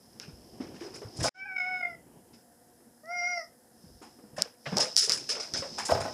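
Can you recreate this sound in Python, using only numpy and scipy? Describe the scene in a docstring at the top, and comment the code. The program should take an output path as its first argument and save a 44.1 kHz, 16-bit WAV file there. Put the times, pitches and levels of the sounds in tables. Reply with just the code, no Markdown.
"""Small room with a wooden floor: a cat leaps off a bed, skids after a toy and bumps the furniture.
Between two chases it meows twice. A fan hums faintly; the small microphone rings near 5 kHz.
After the first chase the sound drops out for a moment and fades back in.
Hum, cloth, paws, furniture and claws are shaped noise and struck resonances;
the meows are sums of partials with breath noise, and ten feedback delays make the room."""
import sys
import numpy as np
from scipy import signal
from scipy.fft import rfft, irfft, next_fast_len
from scipy.io import wavfile
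from scipy.ndimage import uniform_filter1d

SR = 44100
rng = np.random.default_rng(int(sys.argv[2]) if len(sys.argv) > 2 else 0)


def inscribe(sig):
    """Save sig as 16-bit PCM at rate SR to the path in sys.argv[1].

    A 1-D sig is mono; a 2-D sig holds one channel per row.
    Samples are clipped to [-1, 1] before scaling.
    """
    pcm = np.round(np.clip(np.atleast_2d(sig).T, -1, 1) * 32767)
    wavfile.write(sys.argv[1], SR, pcm.astype(np.int16))


N = 270465


def amp(db):
    """Decibels to gain."""
    return 10 ** (np.asarray(db) / 20)


def rms_one(x):
    """Scale to unit rms."""
    return x / np.sqrt(np.mean(x ** 2) + 1e-20)


def at_hz(points, hz):
    """Read a spectrum on a log-frequency axis."""
    points_hz, points_db = np.transpose(points)
    return np.interp(np.log(hz), np.log(points_hz), points_db)


def drift(rate_hz, size=N):
    """Slow chance with spread 1: noise through a two-pole lowpass, after a second to settle."""
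    r = np.exp(-2 * np.pi * rate_hz / SR)
    slow = signal.lfilter([1], [1, -2 * r, r * r], rng.standard_normal(size + SR))
    return rms_one(slow[SR:])


def coloured(spectrum):
    """Noise with the given spectrum, rms 1."""
    hz = np.maximum(np.fft.rfftfreq(N, 1 / SR), 1)
    inside = (hz > spectrum[0][0] / 2) & (hz < spectrum[-1][0] * 2)
    shape = amp(at_hz(spectrum, hz)) * inside
    return rms_one(irfft(rfft(rng.standard_normal(N)) * shape, N))


def resonance(x, hz, width_hz):
    """Two-pole peak with gain 1 on top."""
    r = np.exp(-np.pi * width_hz / SR)
    zeros = (1 - r * r) / 2 * np.array([1, 0, -1])
    poles = [1, -2 * r * np.cos(2 * np.pi * hz / SR), r * r]
    return signal.lfilter(zeros, poles, x)


def burst(start_s, t60_s, rise_s):
    """Samples and envelope of a swell that rises quickly and dies away."""
    start, t60_s = round(start_s * SR), np.clip(t60_s, .02, 2)
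    t = np.arange(min(round(t60_s * SR), N - start)) / SR
    envelope = (1 - np.exp(-t / rise_s)) * amp(-60 * t / t60_s)
    return slice(start, start + len(t)), envelope


MIC_HZ, MIC_WIDTH_HZ = 5145, 454


def port(x, width_hz):
    """The air in the microphone port rings: two resonances in series, the second twice as wide."""
    return resonance(resonance(x, MIC_HZ, width_hz), MIC_HZ, 2 * width_hz)


# Colour of scratching through the microphone. Each row: frequency in Hz, relative density in dB per Hz.
BRIGHT_COLOUR = [(2500, -9), (3500, -2), (4400, -0.5), (5900, 5.5), (7000, -6), (9000, -9.5), (12000, -56)]
BROAD_DB = -6   # re the ringing


def scratchy(grain_db):
    """Bright noise that rings in the microphone port, its level broken into grains."""
    grains = amp(grain_db * np.clip(drift(235), -2, 2))
    ringing = rms_one(port(grains * rng.standard_normal(N), MIC_WIDTH_HZ))
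    broad = rms_one(grains * coloured(BRIGHT_COLOUR))
    return rms_one(ringing + amp(BROAD_DB) * broad)


# Room noise colour. Each row: frequency in Hz, relative density in dB per Hz.
AIR_COLOUR = [(18, -71), (30, -34), (130, -7.5), (173, -9.5), (317, -8), (423, -100), (482, -5.5),
              (564, -8), (695, -14), (952, -11.5), (1060, -19.5), (1790, -14), (2440, -32), (10600, -14.5),
              (15700, -27)]
AIR_DB = -64.5
# Fan hum bands. Each row: centre in Hz, width of each of two filters in Hz, level in dB.
FAN_BANDS = [(234.4, 29, -68), (339, 32, -80), (486, 34, -71.5), (714, 69, -73)]


def air():
    """Steady room noise with the narrow hum bands of a fan, each drifting in level."""
    white = rng.standard_normal(N)
    out = amp(AIR_DB) * coloured(AIR_COLOUR)
    for hz, width_hz, db in FAN_BANDS:
        band = rms_one(resonance(resonance(white, hz, width_hz), hz, width_hz))
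        out += amp(db + 2.1 * drift(4.1)) * band
    return out


# Bedding and movement under the chase. Each row: time in seconds, low rustle in dB, bright rustle in dB.
RUSTLE_LEVELS = [(0, -62.5, -67), (.22, -64, -63.5), (.34, -53, -63), (1.13, -55, -57.5),
                 (1.279, -47.5, -36.5), (1.36, -58.5, -72), (2.0, -60.5, -79), (3.111, -70.5, -73.5),
                 (3.7, -67.5, -74.5), (3.82, -64, -65.5), (4.05, -65, -64), (4.55, -60.5, -76.5),
                 (4.71, -70.5, -47.5), (5.25, -54, -46.5), (5.5, -56.5, -51), (5.75, -52.5, -44),
                 (6.13, -53, -47)]
# Low rustle colour. Each row: frequency in Hz, relative density in dB per Hz.
LOW_RUSTLE_COLOUR = [(24, -53), (40, -7.5), (336, -3.5), (536, -11.5), (901, -16.5), (1090, -22),
                     (1390, -39), (2500, -30.5), (3250, -28), (5500, -120)]


def rustle():
    """Cloth and footing noise that swells with the chase."""
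    s, low_db, bright_db = np.transpose(RUSTLE_LEVELS)
    t = np.arange(N) / SR
    low = amp(np.interp(t, s, low_db) + 3.5 * drift(5.7)) * coloured(LOW_RUSTLE_COLOUR)
    bright = amp(np.interp(t, s, bright_db)) * scratchy(grain_db=2.0)
    return low + bright


# Paws and body landing. Each row: start in seconds, level in dB, centre in Hz, t60 in seconds.
LANDINGS = [(0.155, -47.5, 228, 0.35), (0.279, -37, 148, 0.15), (0.329, -42.5, 60, 0.54),
            (0.601, -28, 243, 0.16), (0.636, -40.5, 314, 0.57), (0.812, -34.5, 339, 0.24),
            (0.846, -41, 368, 0.57), (0.934, -43, 385, 0.27), (1.016, -37.5, 415, 0.3),
            (1.047, -34.5, 106, 0.2), (1.189, -23.5, 122, 0.22), (1.211, -25.5, 91, 0.2),
            (1.263, -37, 139, 0.15), (2.062, -49.5, 243, 0.33), (2.801, -49.5, 327, 0.11),
            (3.839, -45, 178, 0.11), (3.865, -47.5, 104, 0.44), (3.9, -48.5, 65, 0.47),
            (3.94, -49, 50, .35), (4.015, -40, 295, 0.33), (4.02, -45, 740, 0.34), (4.187, -44, 286, 0.15),
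            (4.236, -46, 218, 0.31), (4.33, -44, 150, 0.22), (4.38, -27, 598, 0.19),
            (4.387, -33.5, 169, 0.13), (4.452, -41.5, 490, 0.18), (4.664, -30, 610, 0.24),
            (4.668, -36, 144, 0.47), (4.723, -25, 187, 0.35), (4.72, -33, 433, 0.22),
            (4.763, -31, 148, 0.16), (4.81, -30.5, 480, 0.28), (4.968, -40.5, 700, 0.14),
            (5.03, -42, 420, .2), (5.075, -33.5, 470, 0.23), (5.091, -40.5, 180, 0.39),
            (5.317, -40, 575, 1), (5.364, -32, 460, 0.21), (5.555, -33, 610, 0.16), (5.535, -34, 127, 0.11),
            (5.591, -38.5, 91.5, 0.12), (5.622, -28, 542, 0.23), (5.78, -27.5, 843, 0.32),
            (5.919, -25, 101, 0.51), (6.091, -51, 89.5, 0.12)]


def thuds():
    """A soft push and the shaking after it move the boards or the mattress around one low pitch."""
    out, white = np.zeros(N), rng.standard_normal(N)
    for s, db, hz, t60_s in LANDINGS:
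        span, shape = burst(s, t60_s, rise_s=0.0015)
        shaking = rms_one(resonance(resonance(white[span], hz, 0.14 * hz), hz, 5.84 * hz))
        t = np.arange(len(shape)) / SR
        push = np.sin(2 * np.pi * hz * t) * np.exp(-.7 * hz * t)
        out[span] += amp(db) * shape * (amp(-6.5) * shaking + 1.34 * push)
    return out


# Blows on the furniture. Each row: start in seconds, drive level in dB, rattle t60 in seconds.
BLOWS = [(1.238, -21.5, 0.21), (4.766, -22, 0.32), (4.788, -40, 0.18), (5.888, -17.5, 0.23),
         (5.914, -22.5, 0.075), (5.948, -26.5, 0.57), (6.046, -32, 0.28)]
# Modes of the furniture. Each row: frequency in Hz, gain in dB, t60 in seconds.
PANEL_MODES = [(274, 3.5, 0.061), (400, 7.5, 0.07), (510, 11.5, 0.06), (601, 13, 0.12), (660, 13.5, 0.026),
               (840, 11.5, 0.068), (1044, 5.5, 0.063), (1246, 4, 0.065), (1505, 1.5, 0.043),
               (1920, -1, 0.12)]


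def bumps():
    """A blow and the rattle after it strike the modes of the furniture."""
    shake, out = np.zeros(N), np.zeros(N)
    for s, db, t60_s in BLOWS:
        span, shape = burst(s, t60_s, rise_s=0.00062)
        shake[span] += amp(db) * shape
    for hz, db, t60_s in PANEL_MODES:
        knocks = shake * rng.standard_normal(N) * amp(3.6 * drift(100))
        width_hz = np.log(1000) / (np.pi * t60_s)
        out += amp(db) * resonance(knocks + 1e-18, hz, width_hz)
    return out


# Claws and toy tapping the boards.
# Each row: start in seconds, ping peak in dB, dull part in dB re ping, top part in dB re ping.
TAP_HITS = [(0.1991, -25, -2, -30), (3.0577, -44, -14, -20), (4.3848, -27, -6, -20), (4.4213, -4, -14, -4),
            (4.77, -9, -17, -16), (4.7838, -9, -17, -12), (4.9617, -26, -17, -20), (4.9658, -1.5, -16, -12),
            (4.976, -11, -21, -14), (4.9792, -6, -22, -16), (4.9846, -11, -18, -16), (5.0956, -7, -10, -14),
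            (5.1003, -17, -19, -16), (5.1207, -7, -20, -10), (5.538, -15, -18, -18), (5.785, -24, -10, -18)]


def taps():
    """Each tap is one click: it rings the microphone port and has a duller and a brighter part."""
    click = np.eye(1, SR // 50)[0]
    ping = port(click, 1180)
    knock = resonance(resonance(click, 4400, 1600), 1670, 2300)
    tick = resonance(resonance(click, 6700, 1300), 7600, 5400)
    ping, knock, tick = [part / np.abs(part).max() for part in (ping, knock, tick)]
    out = np.zeros(N)
    for s, db, dull_db, top_db in TAP_HITS:
        at = round(s * SR)
        out[at:at + len(click)] += amp(db) * (ping + amp(dull_db) * knock + amp(top_db) * tick)
    return out


# Dull scraping colour. Each row: frequency in Hz, relative density in dB per Hz.
DULL_COLOUR = [(200, -61), (400, 0.5), (800, -12), (1500, -1.5), (3000, -5.5), (4500, -16.5), (7000, -31)]


def dull_scraping(patchy_db):
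    """Dull scraping: each stretch of pitch comes and goes by itself, at random."""
    noise, out = coloured(DULL_COLOUR), np.zeros(N)
    for k, hz in enumerate(np.geomspace(350, 4500, 12)):
        patches = amp(patchy_db * np.clip(drift(23), -2, 2))
        out += (-1) ** k * patches * resonance(noise, hz, 0.22 * hz)
    return rms_one(out)


# Claws and fur dragging.
# Each row: start in seconds, bright part in dB, dull part in dB re bright, top part in dB re bright.
DRAGS = [(0.198, -48, 0.5, -29), (.603, -51, 0, -25), (0.741, -59.5, 6, -6), (0.804, -45.5, -1, -13),
         (.844, -53, -15, -12), (0.939, -45, -8, -7), (1.16, -47, -23, -2), (1.198, -41, 2, -3),
         (1.228, -28.5, -8.5, -1.5), (1.246, -32, -6, -19), (1.265, -40, 3, -28), (2.33, -60, -9, -15),
         (4.017, -57, -5, -3), (4.363, -49, -1, -1.5), (4.382, -41, -4, -22), (4.656, -46, 8.5, -22),
         (4.765, -28.5, -25, -17), (4.798, -23, -8.5, -9), (4.97, -18.5, -40, -5.5),
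         (5.02, -21.5, -22.5, -12), (5.094, -25, -7.5, -14), (5.124, -28, -22, -6),
         (5.289, -24.5, -12, -13), (5.352, -41.5, -3, -22), (5.397, -33, -11, -15),
         (5.536, -26.5, -11.5, -32), (5.565, -31, -16, -13), (5.782, -32.5, -6.5, -9.5),
         (5.85, -32.5, -16, -4), (5.901, -31, -29, -18), (5.999, -41, 0, -4)]
# A light drag rings on up to about 0.4 s; the hardest all last 0.27 s.
# Each row: bright level in dB, t60 in seconds.
DRAG_LENGTH = [(-66, 0.42), (-7, 0.21), (-28.5, 0.27)]
# Topmost scratching colour. Each row: frequency in Hz, relative density in dB per Hz.
TOP_COLOUR = [(5000, -65), (6500, 9), (8000, 3), (10800, 0), (12000, -22), (15500, -16)]


def skids():
    """Grainy scratching in swells whose powers add; the topmost treble dies sooner."""
    bright, dull, top = np.zeros((3, N))   # powers
    for s, db, dull_db, top_db in DRAGS:
        t60_s = np.interp(db, *np.transpose(DRAG_LENGTH))
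        span, shape = burst(s, t60_s, rise_s=0.0039)
        bright[span] += (amp(db) * shape) ** 2
        dull[span] += (amp(db + dull_db) * shape) ** 2
        top[span] += (amp(db + top_db) * shape ** 1.17) ** 2
    grains = rms_one(amp(3.1 * np.clip(drift(93), -2, 2)))
    scratch = rms_one(amp(1.84 * drift(23)) * scratchy(grain_db=0.7))
    scrape = np.sqrt(dull) * dull_scraping(patchy_db=2.5) + np.sqrt(top) * coloured(TOP_COLOUR)
    return np.sqrt(bright) * scratch + grains * scrape


# Throat flutter. Each row: first throb in seconds, last throb in seconds, throbs per second, depth 0-1.
THROAT_TRILLS = [(1.567, 1.603, 54, .85), (1.812, 1.856, 46, .75), (3.378, 3.42, 60, .3)]


def flutter(t):
    """Level of the voice while the throat flutters; each trill swells in and out over half a throb."""
    gain = np.ones(len(t))
    for first_s, last_s, rate_hz, depth in THROAT_TRILLS:
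        to_edge_s = np.minimum(t - first_s, last_s - t)
        inside = np.clip(1 + 2 * rate_hz * to_edge_s, 0, 1) ** .5
        gain *= 1 + depth * inside * np.cos(2 * np.pi * rate_hz * (t - first_s))
    return gain


# Two calls. Each row: time in seconds, pitch in Hz, level in dB, mouth opening 0-1,
# fundamental in dB re level, treble in dB re level.
CALLS = [
    [(1.34, 732, -37.5, 0.13, -12, -23), (1.39, 761.6, -34.5, 0.62, -9.5, -8),
     (1.425, 770, -28.5, 0.8, -29, -22), (1.465, 773, -36.5, 0.52, -24, -22),
     (1.525, 751, -30.5, 0.6, -16, -27), (1.55, 758.4, -40, 0.5, -13, -22),
     (1.567, 745, -29.5, 0.9, -23, -22), (1.59, 740, -30, 0.59, -19, -16),
     (1.63, 727, -29.5, 0.93, -11, -19), (1.7, 742.4, -34, 0.58, -5, -18.5),
     (1.76, 734, -30.5, 0.73, -8.5, -22), (1.8, 731, -37, 0.47, -8, -14), (1.845, 703.6, -33, .9, -10, -29),
     (1.89, 699, -42, 0.82, -0.5, -16), (1.92, 678, -46.5, 0.9, -10, -25), (1.96, 656, -50.5, 0.9, -3, -37)],
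    [(3.03, 594, -66, 0, 13, -12), (3.055, 639, -55.5, 0.5, 2, -23), (3.11, 701.3, -39.5, 0.38, 0, -16.5),
     (3.145, 717, -39, 0.74, -3.5, -21), (3.185, 705, -34.5, 0.8, -7.5, -13),
     (3.23, 699.8, -30, 0.98, -4.5, -17.5), (3.295, 721.4, -31.5, 0.98, -12, -17.5),
     (3.38, 688.6, -38, 0.74, 0.5, -8), (3.415, 639, -44.5, 0.36, -0.5, -11),
     (3.435, 623, -53, 0.2, -3, -12), (3.47, 600, -76, .3, 0, -20)],
]
# The voice cracks upward for a moment. Each row: same columns.
VOICE_CRACK = [(1.44, 759, -53, .2, -9, -37), (1.462, 832, -34, 0.7, -6.5, -25),
               (1.51, 787, -59, 0.22, -12, -40)]
# Colour of the partials from the 4th up, head turned away, then facing.
# Each row: frequency in Hz, gain in dB.
UPPER_COLOUR = [
    [(2900, -12), (3300, -16), (3700, -15), (3850, -27), (4400, -27), (4800, -12), (5150, 0), (5400, -8),
     (5800, -26), (6600, -21), (7400, -34), (9000, -50)],
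    [(2800, -20), (3300, -40), (3600, -40), (4250, -21), (4900, -1), (5300, 0), (5750, 3), (6050, -12),
     (6400, -19), (7200, -38), (9000, -50)],
]
# Sigh level in dB, one for each call.
SIGH_LEVELS_DB = [-64, -57]
MOUTH_SHUT_HZ, MOUTH_OPEN_HZ, MOUTH_HALF_WIDTH_HZ = 1340, 2290, 388
WOBBLE_SHARE, SHIMMER_DB, RASP_SHARE = .0025, 1.2, .07   # of pitch, of each partial, of fast level
BREATH_DB, SIGH_EARLY_S, SIGH_S = -14, .04, .035   # breath re treble; sigh centre before call end, width


def partial_levels(hz, opening, first_db, treble_db, upper):
    """Partials 1-11 in dB: the mouth's resonance, rising as it opens, shapes the 2nd and 3rd."""
    mouth_hz = MOUTH_SHUT_HZ + (MOUTH_OPEN_HZ - MOUTH_SHUT_HZ) * opening
    levels = [first_db]
    for k in (2, 3):
        off_peak = (k * hz - mouth_hz) / MOUTH_HALF_WIDTH_HZ
        levels.append(-20 * np.log10(1 + off_peak ** 2))
    return levels + [treble_db + at_hz(upper, k * hz) for k in range(4, 12)]


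def meows():
    """Clean partials on a slightly wobbling pitch, shaped by the mouth; breath hisses around them."""
    out, hiss = np.zeros(N), rms_one(port(scratchy(grain_db=2.5), 600))
    for rows, upper in zip(CALLS + [VOICE_CRACK], UPPER_COLOUR + UPPER_COLOUR[:1]):
        s, *columns = np.transpose(rows)
        span = np.arange(round(s[0] * SR), round(s[-1] * SR))
        t, size = span / SR, len(span)
        hz, db, opening, first_db, treble_db = [np.interp(t, s, c) for c in columns]
        hz = uniform_filter1d(hz, size=SR // 40, mode="nearest")   # the throat glides, it does not jerk
        phase = 2 * np.pi * np.cumsum(hz * (1 + WOBBLE_SHARE * drift(72, size))) / SR
        tone = np.zeros(size)
        for k, part_db in enumerate(partial_levels(hz, opening, first_db, treble_db, upper), 1):
            level = np.sqrt(2) * amp(db + part_db + SHIMMER_DB * drift(31, size))
            tone += level * np.sin(k * phase + k * k)
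        tone *= 1 + RASP_SHARE * drift(236, size)   # uneven cycles put a haze between the partials
        breath = amp(db + treble_db + BREATH_DB) * hiss[span]
        out[span] += (tone + breath) * flutter(t) * signal.windows.tukey(size, .04)
    t = np.arange(N) / SR
    for rows, sigh_db in zip(CALLS, SIGH_LEVELS_DB):
        centre_s = rows[-1][0] - SIGH_EARLY_S
        out += hiss * amp(sigh_db) * np.exp(-((t - centre_s) / SIGH_S) ** 2)
    return out


ROOM_T60_S, WALL_CUT_HZ = 0.22, 21000


def room(x):
    """Ten feedback delays, duller on every round, summed on a frequency grid."""
    size = next_fast_len(N + SR)
    turn = -2j * np.pi * np.fft.rfftfreq(size)
    wall = np.abs(1 / (1 - turn * SR / (2 * np.pi * WALL_CUT_HZ)))
    response = 0
    for k, lag_s in enumerate(rng.uniform(0.0098, .035, 10)):
        loop = amp(-60 * lag_s / ROOM_T60_S) * wall * np.exp(turn * lag_s * SR)
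        response = response + (-1) ** k * loop / (1 - loop)
    return irfft(rfft(x, size) * response, size)[:N]


def scene():
    """Calls and hits sound in the room, over the skids, the rustle and the air."""
    background = air() + rustle()
    hits = thuds() + bumps() + taps()
    drags, voice = skids(), meows()
    wet = room(amp(-14.5) * voice + amp(-41.0) * hits)
    return (background + hits + drags + voice + wet)[None]


DROP_S, BACK_S, FADE_S = 1.293, 1.338, .2   # FADE_S: time constant
LOW_CUT_HZ, CUTOFF_HZ = 63, 16000


def record(dry):
    """A short drop-out with a fade-in; the deepest bass is removed and the top is cut."""
    t = np.arange(N) / SR
    closing = np.clip((DROP_S - t) / 0.00063, .003, 1)
    fade_in = 1 - np.exp(-np.maximum(t - BACK_S, 0) / FADE_S)
    gain = np.where(t < BACK_S, closing, fade_in)
    thin = signal.sosfilt(signal.butter(2, LOW_CUT_HZ, "high", fs=SR, output="sos"), dry)
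    return signal.sosfilt(signal.cheby2(16, 60, CUTOFF_HZ, fs=SR, output="sos"), thin * gain)


dry = scene()
out = record(dry)
inscribe(out)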